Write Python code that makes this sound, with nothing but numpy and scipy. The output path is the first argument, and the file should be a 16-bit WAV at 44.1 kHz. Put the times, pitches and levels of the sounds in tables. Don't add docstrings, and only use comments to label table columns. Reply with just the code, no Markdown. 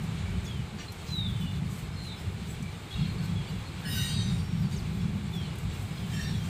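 import sys
import numpy as np
from scipy import signal
from scipy.fft import rfft, irfft, next_fast_len
from scipy.io import wavfile

SR = 44100
rng = np.random.default_rng(int(sys.argv[2]) if len(sys.argv) > 2 else 0)


def level_to_linear(level):
    exponent = np.asarray(level, float) / 20
    return 10 ** exponent


def to_wav(s):
    ch = np.atleast_2d(s).T
    pcm = np.round(np.clip(ch, -1, 1) * 32767)
    wavfile.write(sys.argv[1], SR, pcm.astype(np.int16))


N = 286194
SPAN = next_fast_len(N)
BINS = np.fft.rfftfreq(SPAN, 1 / SR) + 1e-3
RUB_DB = -67.5


def rms_one(x):
    return x / np.sqrt(np.mean(x ** 2) + 1e-20)


def in_time(rows):
    s, *columns = np.transpose(rows)
    return [np.interp(np.arange(N) / SR, s, c) for c in columns]


def drift(rate_hz, size=N):
    pole = np.exp(-80 * np.pi * rate_hz / SR)
    coarse = rng.standard_normal(size // 40 + 602)
    slow = signal.lfilter([1], [1, -2 * pole, pole * pole], coarse)[500:]
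    return np.interp(np.arange(size) / 40, np.arange(len(slow)), rms_one(slow))


def coloured(spectrum, patchy_db, rate_hz):
    hz, level_db = np.transpose(spectrum)
    log_bins = np.log(BINS)
    shape = level_to_linear(np.interp(log_bins, np.log(hz), level_db, left=-200, right=-200))
    upper = np.interp(log_bins, np.log(hz[[0, -1]]), [0, 1])
    noise = rfft(rng.standard_normal(SPAN)) * shape
    total = np.zeros(N)
    for share in (upper, 1 - upper):
        total += irfft(noise * share, SPAN)[:N] * level_to_linear(patchy_db * drift(rate_hz))
    return rms_one(total)


def thin_modes(noise, low_hz, high_hz, count, width_hz=12.5, come_and_go_db=4.0):
    spectrum = rfft(noise, SPAN)
    place = (np.arange(6)[:, None] + rng.random((6, count))) / 6
    modes_hz = low_hz + (high_hz - low_hz) * (np.arange(count) + place) / count
    lines = np.zeros(N)
    for group in modes_hz:
        comb = np.zeros(len(BINS))
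        for hz in group:
            near = slice(*np.searchsorted(BINS, [hz - 150, hz + 150]))
            comb[near] += 1 / (1 + ((BINS[near] - hz) / width_hz) ** 2)
        lines += irfft(spectrum * comb, SPAN)[:N] * level_to_linear(come_and_go_db * drift(7.1))
    return rms_one(lines)


def add(out, s, sound):
    i = max(round(s * SR), 0)
    out[i:i + len(sound)] += sound[:N - i]


def tone(hz):
    return np.sqrt(2) * np.sin(2 * np.pi * np.cumsum(hz) / SR)


def rumble():
    # t/s, level/dB
    load = [(0.0, -34.5), (0.6, -35.5), (0.72, -43.5), (1.02, -44.5), (1.2, -33.5), (1.68, -31),
            (1.76, -41), (2.6, -37), (2.88, -46.5), (2.98, -31), (3.38, -31), (3.46, -40.5), (3.8, -43.5),
            (3.92, -31), (5.25, -32.5), (5.5, -37.5), (6.04, -37), (6.2, -32)]
    # f/Hz, level/dB per Hz
    deep_spectrum = [(12, -57), (20, -16), (70, -3), (110, 2), (140, -36), (240, -120)]
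    # f/Hz, level/dB per Hz
    upper_spectrum = [(53, -8.5), (90, -0.5), (135, 0.5), (163, 3.5), (195, -1), (230, -13), (300, -28),
                      (390, -29), (660, -120)]
    deep_offset_db, deep_follows = -5.0, 0.58
    level_db, = in_time(load)
    deep_db = deep_offset_db + (deep_follows - 1) * (level_db - level_db.mean())
    deep = level_to_linear(deep_db) * coloured(deep_spectrum, patchy_db=1.2, rate_hz=7.0)
    upper = coloured(upper_spectrum, patchy_db=2.2, rate_hz=7.0)
    return level_to_linear(level_db) * (deep + upper)


def rolling():
    # t/s, level/dB
    weight = [(0.0, -49.5), (0.23, -48), (0.54, -51), (2.86, -51), (3.13, -48.5), (3.42, -50),
              (3.74, -49.5), (4.05, -47.5), (4.37, -50), (6.02, -50), (6.34, -49.5), (6.49, -48.5)]
    # f/Hz, level/dB per Hz
    body_spectrum = [(140, -21), (230, -2.5), (309, -5.5), (399, -4), (578, -12.5), (782, -9.5),
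                     (863, -8.5), (959, -13.5), (1170, -12.5), (1400, -25), (1820, -39), (3080, -120)]
    # f/Hz, level/dB per Hz
    tread_spectrum = [(590, -21), (1000, -4.5), (1410, -1), (1850, -3.5), (2330, 1), (2700, -5),
                      (3330, -5.5), (3890, -5), (4410, -9), (5720, -17.5), (7140, -15), (7710, -13),
                      (10000, -22), (13000, -28.5), (22000, -120)]
    body_offset_db, body_follows, tread_db = 0.75, 0.49, 1.25
    roll_db, = in_time(weight)
    mean_db = roll_db.mean()
    body_db = body_offset_db + mean_db + body_follows * (roll_db - mean_db)
    body = level_to_linear(body_db) * coloured(body_spectrum, patchy_db=1.0, rate_hz=2.4)
    hiss = coloured(tread_spectrum, patchy_db=0.8, rate_hz=5.1)
    ringing = thin_modes(hiss, 2600, 9500, count=12, come_and_go_db=5.5)
    steel = rms_one(hiss + 0.22 * ringing)
    return body + level_to_linear(tread_db + roll_db) * steel


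def brushing():
    # t/s, length/s, level/dB
    brushes = [(0.0, 0.14, -58), (0.43, 0.13, -55), (0.92, 0.33, -59.5), (1.38, 0.093, -57),
               (1.688, 0.15, -53.5), (2.015, .08, -54), (2.16, 0.17, -58), (2.45, 0.17, -56.5),
               (2.89, 0.11, -56), (3.215, 0.12, -62), (3.844, .3, -66), (4.272, 0.19, -62),
               (4.677, 0.14, -57), (5.32, .1, -59), (5.56, .1, -55), (5.706, 0.71, -58),
               (6.09, 0.41, -52.5), (6.423, 0.17, -50)]
    rise_s = 0.034
    t = np.arange(N) / SR
    power = level_to_linear(RUB_DB) ** 2
    for s, length_s, level_db in brushes:
        since = np.maximum(t - s, 0)
        touch = np.minimum(since / rise_s, 1) * np.exp(-(since / length_s) ** 2)
        power = power + (level_to_linear(level_db) * touch) ** 2
    return np.sqrt(power)


def rubbing():
    # f/Hz, level/dB per Hz
    flange_spectrum = [(2650, -22), (4500, -15), (5490, -12.5), (7080, -10), (7700, -6.5), (10600, -15.5),
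                       (13500, -10.5), (15100, -11.5), (15600, -16)]
    fizz_hz, fizz_db, fizz_follows = 11000, 2, 0.55
    hiss = coloured(flange_spectrum, patchy_db=1.4, rate_hz=6.8)
    ringing = thin_modes(hiss, 4600, 15400, count=14, width_hz=9.0, come_and_go_db=7.0)
    rub = rms_one(hiss + 1.45 * ringing)
    touch = brushing()
    below = signal.sosfiltfilt(signal.butter(4, fizz_hz, fs=SR, output="sos"), rub)
    fizz_gain = level_to_linear(RUB_DB + fizz_db) * (touch / level_to_linear(RUB_DB)) ** fizz_follows
    return touch * below + fizz_gain * (rub - below)


def squeals():
    # f/Hz, peak level/dB, joins after/s, sings for/s
    heavy_wheel = [(1683, -47, 0, .05), (1886, -47, .01, .12), (2810, -43.5, .08, .2),
                   (2988, -44.5, .06, .19), (3122, -47, .24, .08), (3774, -41.5, .055, .1),
                   (3865, -46, .14, .09), (3690, -49, .3, .24), (4356, -51, 0, .05), (4619, -52, .3, .06),
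                   (4788, -48.5, .06, .16), (5146, -45, .01, .13), (5825, -52, .09, .14), (6074, -47, .1, .2),
                   (6900, -50, .16, .12), (7429, -57, .03, .48), (6083, -49, .325, .12),
                 (8421, -46.5, .14, .24), (8872, -54, 0, .18), (9220, -49, .01, .26), (9465, -53, .02, .41),
                 (10779, -60, 0, .19), (12511, -58, .08, .14), (12790, -50, .04, .24),
                 (13464, -52.5, .03, .24), (13900, -54, .04, .14), (14300, -59, 0, .26),
                 (15140, -60, .06, .29),
                   (1890, -44.5, .15, 0.1), (1850, -56, .3, 0.17), (2130, -50, .17, .05),
                   (2810, -57, 0.3, 0.096), (3150, -50, 0.34, 0.063), (3360, -54, 0.28, .06),
                   (3780, -39, .13, 0.2), (3820, -42, 0.26, 0.033), (3770, -48, .31, 0.15),
                   (3865, -48, .25, 0.18), (4360, -47.5, .11, .09), (4356, -45, .22, 0.15),
                   (4330, -55, 0.435, .07), (4785, -42.5, 0.23, 0.14), (4788, -52, 0.32, .05),
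                   (5100, -47, 0.18, 0.034), (7500, -51, 0.1, .07), (2988, -47, 0.002, 0.057),
                   (2810, -49, 0.00197, 0.091), (4100, -52, .15, .12), (3776, -47.5, 0.1, 0.424),
                   (4788, -60, 0.026, 0.54), (4356, -48, 0.34, .07), (2988, -57, 0.24, .08),
                   (7429, -64, 0.37, 0.15)]
    late_wheel = [(1800, -50, .01, .03), (1707, -51, .02, .1), (2713, -49, .02, .14),
                  (3122, -49, .008, .06), (3180, -51, .28, .08), (3394, -50, .2, .1),
                  (3663, -45.5, .075, .15), (4000, -52, .13, .15), (4616, -50, .11, .09),
                  (5500, -49.5, .02, .11), (7343, -49.5, .005, .11), (8398, -57, .14, .12),
                  (5703, -51, .12, .07), (4334, -52, .05, .025),
                  (1830, -43, .07, 0.04), (1800, -57, 0.11, .08), (3080, -48, 0.088, .04),
                  (4336, -52, 0.17, .06), (2240, -57, 0.12, .1), (3890, -51, 0.22, .06),
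                  (2280, -55, .015, .03), (1800, -55, 0.0047, .23), (5550, -50, 0.14, 0.1),
                  (4334, -49, .09, 0.023), (3661, -56, 0.0088, 0.15), (3122, -57, 0.0073, .16),
                  (5590, -45, 0.095, 0.032)]
    light_wheel = [(2720, -47, .05, 0.035), (3360, -42.5, 0.00069, 0.054), (3750, -46.5, .02, .04),
                   (4150, -50, 0.011, .05), (6400, -64, 0, .1), (2730, -47, 0.13, .03),
                   (3350, -47, 0.065, 0.022), (3350, -42, 0.12, .012), (3784, -46, 0.032, 0.022),
                   (3784, -49, .105, 0.03), (4250, -50, .085, .04), (4183, -45, .145, .02),
                   (4200, -49, 0.185, 0.035), (3350, -58, 0, 0.18), (3784, -57, 0.02, 0.17),
                   (4200, -58, .03, 0.23), (2770, -52.5, .02, 0.19)]
    coupling = [(1190, -43, .016, 0.008), (1800, -52, .025, .02), (2590, -45, 0.021, .012),
                (2870, -44, .023, 0.025), (4530, -50, 0.0032, .035), (5800, -53, 0.016, 0.044),
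                (7600, -54, 0.014, .04)]
    # t/s, sings for/s, f/Hz, peak level/dB
    peeps = [(0.14, 0.21, 6886, -64), (0.25, 0.072, 2285, -50), (0.43, 0.16, 8600, -68),
             (0.46, 0.04, 6700, -53), (0.877, 0.024, 4150, -44), (1.08, .08, 6368, -61),
             (1.36, 0.24, 3495, -52.5), (1.405, 0.033, 3470, -44), (1.465, .085, 3530, -49.5),
             (4.72, .03, 6560, -57), (4.71, .05, 3750, -54), (1.36, .09, 9045, -64),
             (1.363, 0.14, 8100, -57), (1.7, .16, 8040, -63), (1.72, .2, 9000, -68), (1.92, .05, 5198, -57),
             (2.016, 0.091, 9844, -61), (2.16, 0.079, 5220, -58), (2.482, 0.054, 7730, -50),
             (2.618, 0.095, 2320, -50), (6.35, .06, 5740, -58), (6.42, .06, 5900, -60),
             (0.335, 0.03, 3020, -49), (3.21, 0.063, 1523, -50), (4.265, 0.064, 4785, -52),
             (4.29, 0.16, 8800, -55.5), (4.3, 0.42, 5545, -58.5), (4.32, .11, 5048, -61),
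             (4.38, 0.08, 4618, -53), (4.716, .035, 4640, -49), (4.713, .06, 8604, -58),
             (5.0, 0.055, 5450, -59), (5.03, 0.045, 3340, -56), (5.33, .16, 5580, -60),
             (5.412, 0.07, 4280, -52.5), (5.908, 0.14, 5040, -58.5)]
    contacts = [
        (3.84, 2.5, heavy_wheel),
        (6.11, 0.1, late_wheel),
        (2.904, -0.5, light_wheel),
        (0.775, 0, coupling)]
    edge_db, tail_db, neighbour_db = -6.0, -4.5, -11.0
    peak_share, slip_share, slips_per_s = 0.37, 0.27, 30

    songs = []
    for bind_s, grip_db, modes in contacts:
        for hz, level_db, wait_s, length_s in modes:
            songs.append((bind_s + wait_s, length_s, hz, level_db + grip_db))
    songs += peeps

    out = np.zeros(N)
    contact = np.array([drift(slips_per_s) for k in range(8)])
    chances = rng.random((len(songs), 4))
    for (start_s, length_s, hz, level_db), chance in zip(songs, chances):
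        t = np.arange(round((length_s + 0.072) * SR)) / SR
        knots_s = [0, 0.004, peak_share * length_s, length_s, t[-1]]
        swell_db = np.interp(t, knots_s, [-40, edge_db, 0, tail_db - hz / 1700, -35])
        i = int(chance[3] * (N - SR))
        slips = contact[:, i:i + len(t)]
        drive = 1 + slip_share * (slips[0] + 1j * slips[1])
        cluster = drive * np.exp(2j * np.pi * hz * (t + round(start_s * SR) / SR))
        offsets = (0.008 + 0.024 * chance[:3]) * [1, -1, 1]
        for k, offset in enumerate(offsets, 1):
            drive = level_to_linear(neighbour_db) * 0.68 * (slips[2 * k] + 1j * slips[2 * k + 1])
            near_hz = hz + offset * min(hz, 6000)
            cluster = cluster + drive * np.exp(2j * np.pi * near_hz * t)
        add(out, start_s, level_to_linear(level_db + swell_db) * cluster.real)
    return out


def ticks_scrapes_booms():
    # t/s, length/s, low f/Hz, high f/Hz, level/dB rms
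    tick_events = [(0.779, 0.076, 4400, 6800, -53.5), (0.782, 0.069, 1100, 4350, -48),
                   (0.92, 0.015, 4400, 13000, -49.5), (1.06, 0.09, 2500, 6800, -51),
                   (2.624, 0.013, 5500, 9600, -50.5), (3.1, 0.11, 336, 493, -46),
                   (3.827, 0.12, 1450, 1800, -50), (3.928, 0.23, 1460, 1580, -49),
                   (4.708, 0.066, 1700, 7000, -51.5), (4.724, 0.4, 336, 401, -51.5),
                   (5.554, 0.01, 7000, 14000, -54), (5.584, 0.0099, 7350, 14500, -50),
                   (6.11, 0.22, 1670, 1880, -48.5)]
    # t/s, length/s, low f/Hz, high f/Hz, level/dB rms
    scrapes = [
        (2.887, 0.24, 2000, 4440, -52.5),
        (3.847, 0.59, 2500, 8900, -50.5),
        (3.855, 0.2, 12600, 15300, -59),
        (3.91, 0.22, 12600, 15300, -56.5),
        (6.123, 0.6, 2300, 6200, -56),
        (6.17, 0.31, 3500, 4530, -57),
    ]
    # t/s, length/s, low f/Hz, high f/Hz, level/dB rms
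    booms = [(0.191, 0.28, 55, 97.5, -34), (0.718, 0.091, 139, 209, -37), (1.389, 0.11, 146, 210, -33.5),
             (1.62, 0.099, 100, 213, -38), (1.803, 0.095, 50, 143, -35), (2.237, 0.13, 60, 141, -35),
             (2.412, 0.068, 91, 194, -39.5), (2.598, 0.064, 142, 214, -36.5),
             (2.968, 0.084, 142, 197, -30.5), (3.297, 0.077, 140, 197, -31.5), (3.483, 0.16, 50, 172, -36),
             (3.86, 0.15, 150, 221, -35), (4.485, 0.078, 60, 201, -32), (4.598, 0.076, 90, 160, -36),
             (5.008, 0.14, 122, 213, -33.5), (5.12, 0.196, 148, 227, -37), (5.62, 0.3, 50.5, 131, -35.5),
             (6.123, 0.077, 100, 220, -34.5), (6.314, 0.11, 60, 198, -35.5), (0.246, 0.49, 336, 400, -56),
             (2.2, 0.42, 345, 417, -54), (5.198, 0.52, 325, 402, -55.5)]
    out = np.zeros(N)
    white = rng.standard_normal(N)
    steel = 0.4 * white + thin_modes(white, 1400, 15200, count=24, width_hz=16.0, come_and_go_db=4.0)
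    for s, length_s, low_hz, high_hz, level_db in tick_events + scrapes + booms:
        share = np.arange(round(1.2 * length_s * SR)) / (length_s * SR)
        band = signal.butter(3, [low_hz, high_hz], "band", fs=SR, output="sos")
        source = white if length_s < 0.03 or high_hz < 1000 else steel
        scuff = rms_one(signal.sosfilt(band, source[round(s * SR):][:len(share)]))
        envelope = np.minimum(share / 0.1, 1) * np.exp(-(1.1 * share) ** 3)
        add(out, s, level_to_linear(level_db) * scuff * envelope[:len(scuff)])
    return out


def yard_echo(sound):
    echo_db, t60_s = -9.5, 0.5
    t = np.arange(SR // 2) / SR
    echoes = rng.standard_normal(len(t)) * level_to_linear(-60 * t / t60_s) * (t > 0.012)
    echoes /= np.sqrt(np.sum(echoes ** 2))
    return level_to_linear(echo_db) * signal.fftconvolve(sound, echoes)[:N]


def birds():
    # t/s, length/s, first f/Hz, last
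    # f/Hz, level/dB rms
    whistles = [(0.446, 0.041, 6900, 4250, -48.5), (0.453, 0.175, 3530, 2870, -50),
                (1.071, 0.22, 4207, 3490, -37.5), (1.259, 0.072, 3605, 3200, -42),
                (1.252, 0.14, 3790, 3460, -51), (1.134, 0.051, 3720, 3680, -48),
                (1.19, .09, 3970, 3780, -49), (1.343, 0.08, 3160, 3000, -56),
                (1.404, 0.08, 3050, 2900, -47.5), (1.46, .07, 2920, 2860, -50.5),
                (1.956, 0.08, 4220, 4240, -49), (1.987, 0.075, 4200, 3940, -49),
                (2.014, .15, 4270, 3800, -46), (2.07, 0.12, 3850, 3350, -49), (2.108, .08, 4050, 3850, -53),
                (3.183, 0.027, 4520, 4360, -45.5), (3.22, 0.063, 4150, 4440, -53),
                (3.262, 0.11, 3360, 3180, -55), (3.356, 0.082, 3430, 3200, -47),
                (3.42, 0.16, 3180, 2760, -57), (3.464, 0.05, 4540, 4620, -54),
                (3.644, 0.067, 4340, 4150, -52), (4.617, 0.066, 5050, 4250, -54),
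                (4.644, 0.03, 4680, 4350, -53), (4.758, 0.057, 6960, 4040, -47),
                (4.943, .135, 3430, 3330, -53.5), (5.32, 0.16, 3590, 2960, -44),
                (5.47, 0.18, 2960, 2740, -59), (5.448, 0.049, 4270, 3420, -53),
                (5.958, 0.08, 3360, 3190, -53.5), (6.031, .08, 3160, 2960, -55),
                (5.969, 0.062, 4350, 3150, -51)]
    chip_s, chip_bend, glide_bend = 0.06, 0.8, 0.97
    out = np.zeros(N)
    for start_s, length_s, first_hz, last_hz, level_db in whistles:
        share = np.linspace(0, 1, round(length_s * SR))
        if length_s < chip_s:
            fallen = np.sin(np.pi / 2 * share ** chip_bend) ** 2
        else:
            fallen = share ** glide_bend
        glide_hz = first_hz + (last_hz - first_hz) * fallen
        if level_db > -42:
            shape = 0.15 + np.sin(0.9 * np.pi * share) ** 2
        else:
            shape = (0.5 + 3 * np.minimum(share, 0.25)) * np.exp(-1.4 * share)
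        swell = shape * np.minimum(1, 10 * np.minimum(share, 1 - share))
        flutter = level_to_linear(2.6 * drift(55.0, size=SR // 2)[:len(share)])
        add(out, start_s, level_to_linear(level_db) * swell * flutter * tone(glide_hz))
    return out + yard_echo(out)


def scene():
    train = rumble() + rolling() + rubbing() + squeals() + ticks_scrapes_booms()
    return (train + birds())[None]


def roll_off(x):
    return signal.sosfilt(signal.butter(12, 15780, fs=SR, output="sos"), x)


def record(dry):
    dull = signal.sosfilt(signal.butter(8, 15500, fs=SR, output="sos"), dry)
    return roll_off(dull)


dry = scene()
out = record(dry)
to_wav(out)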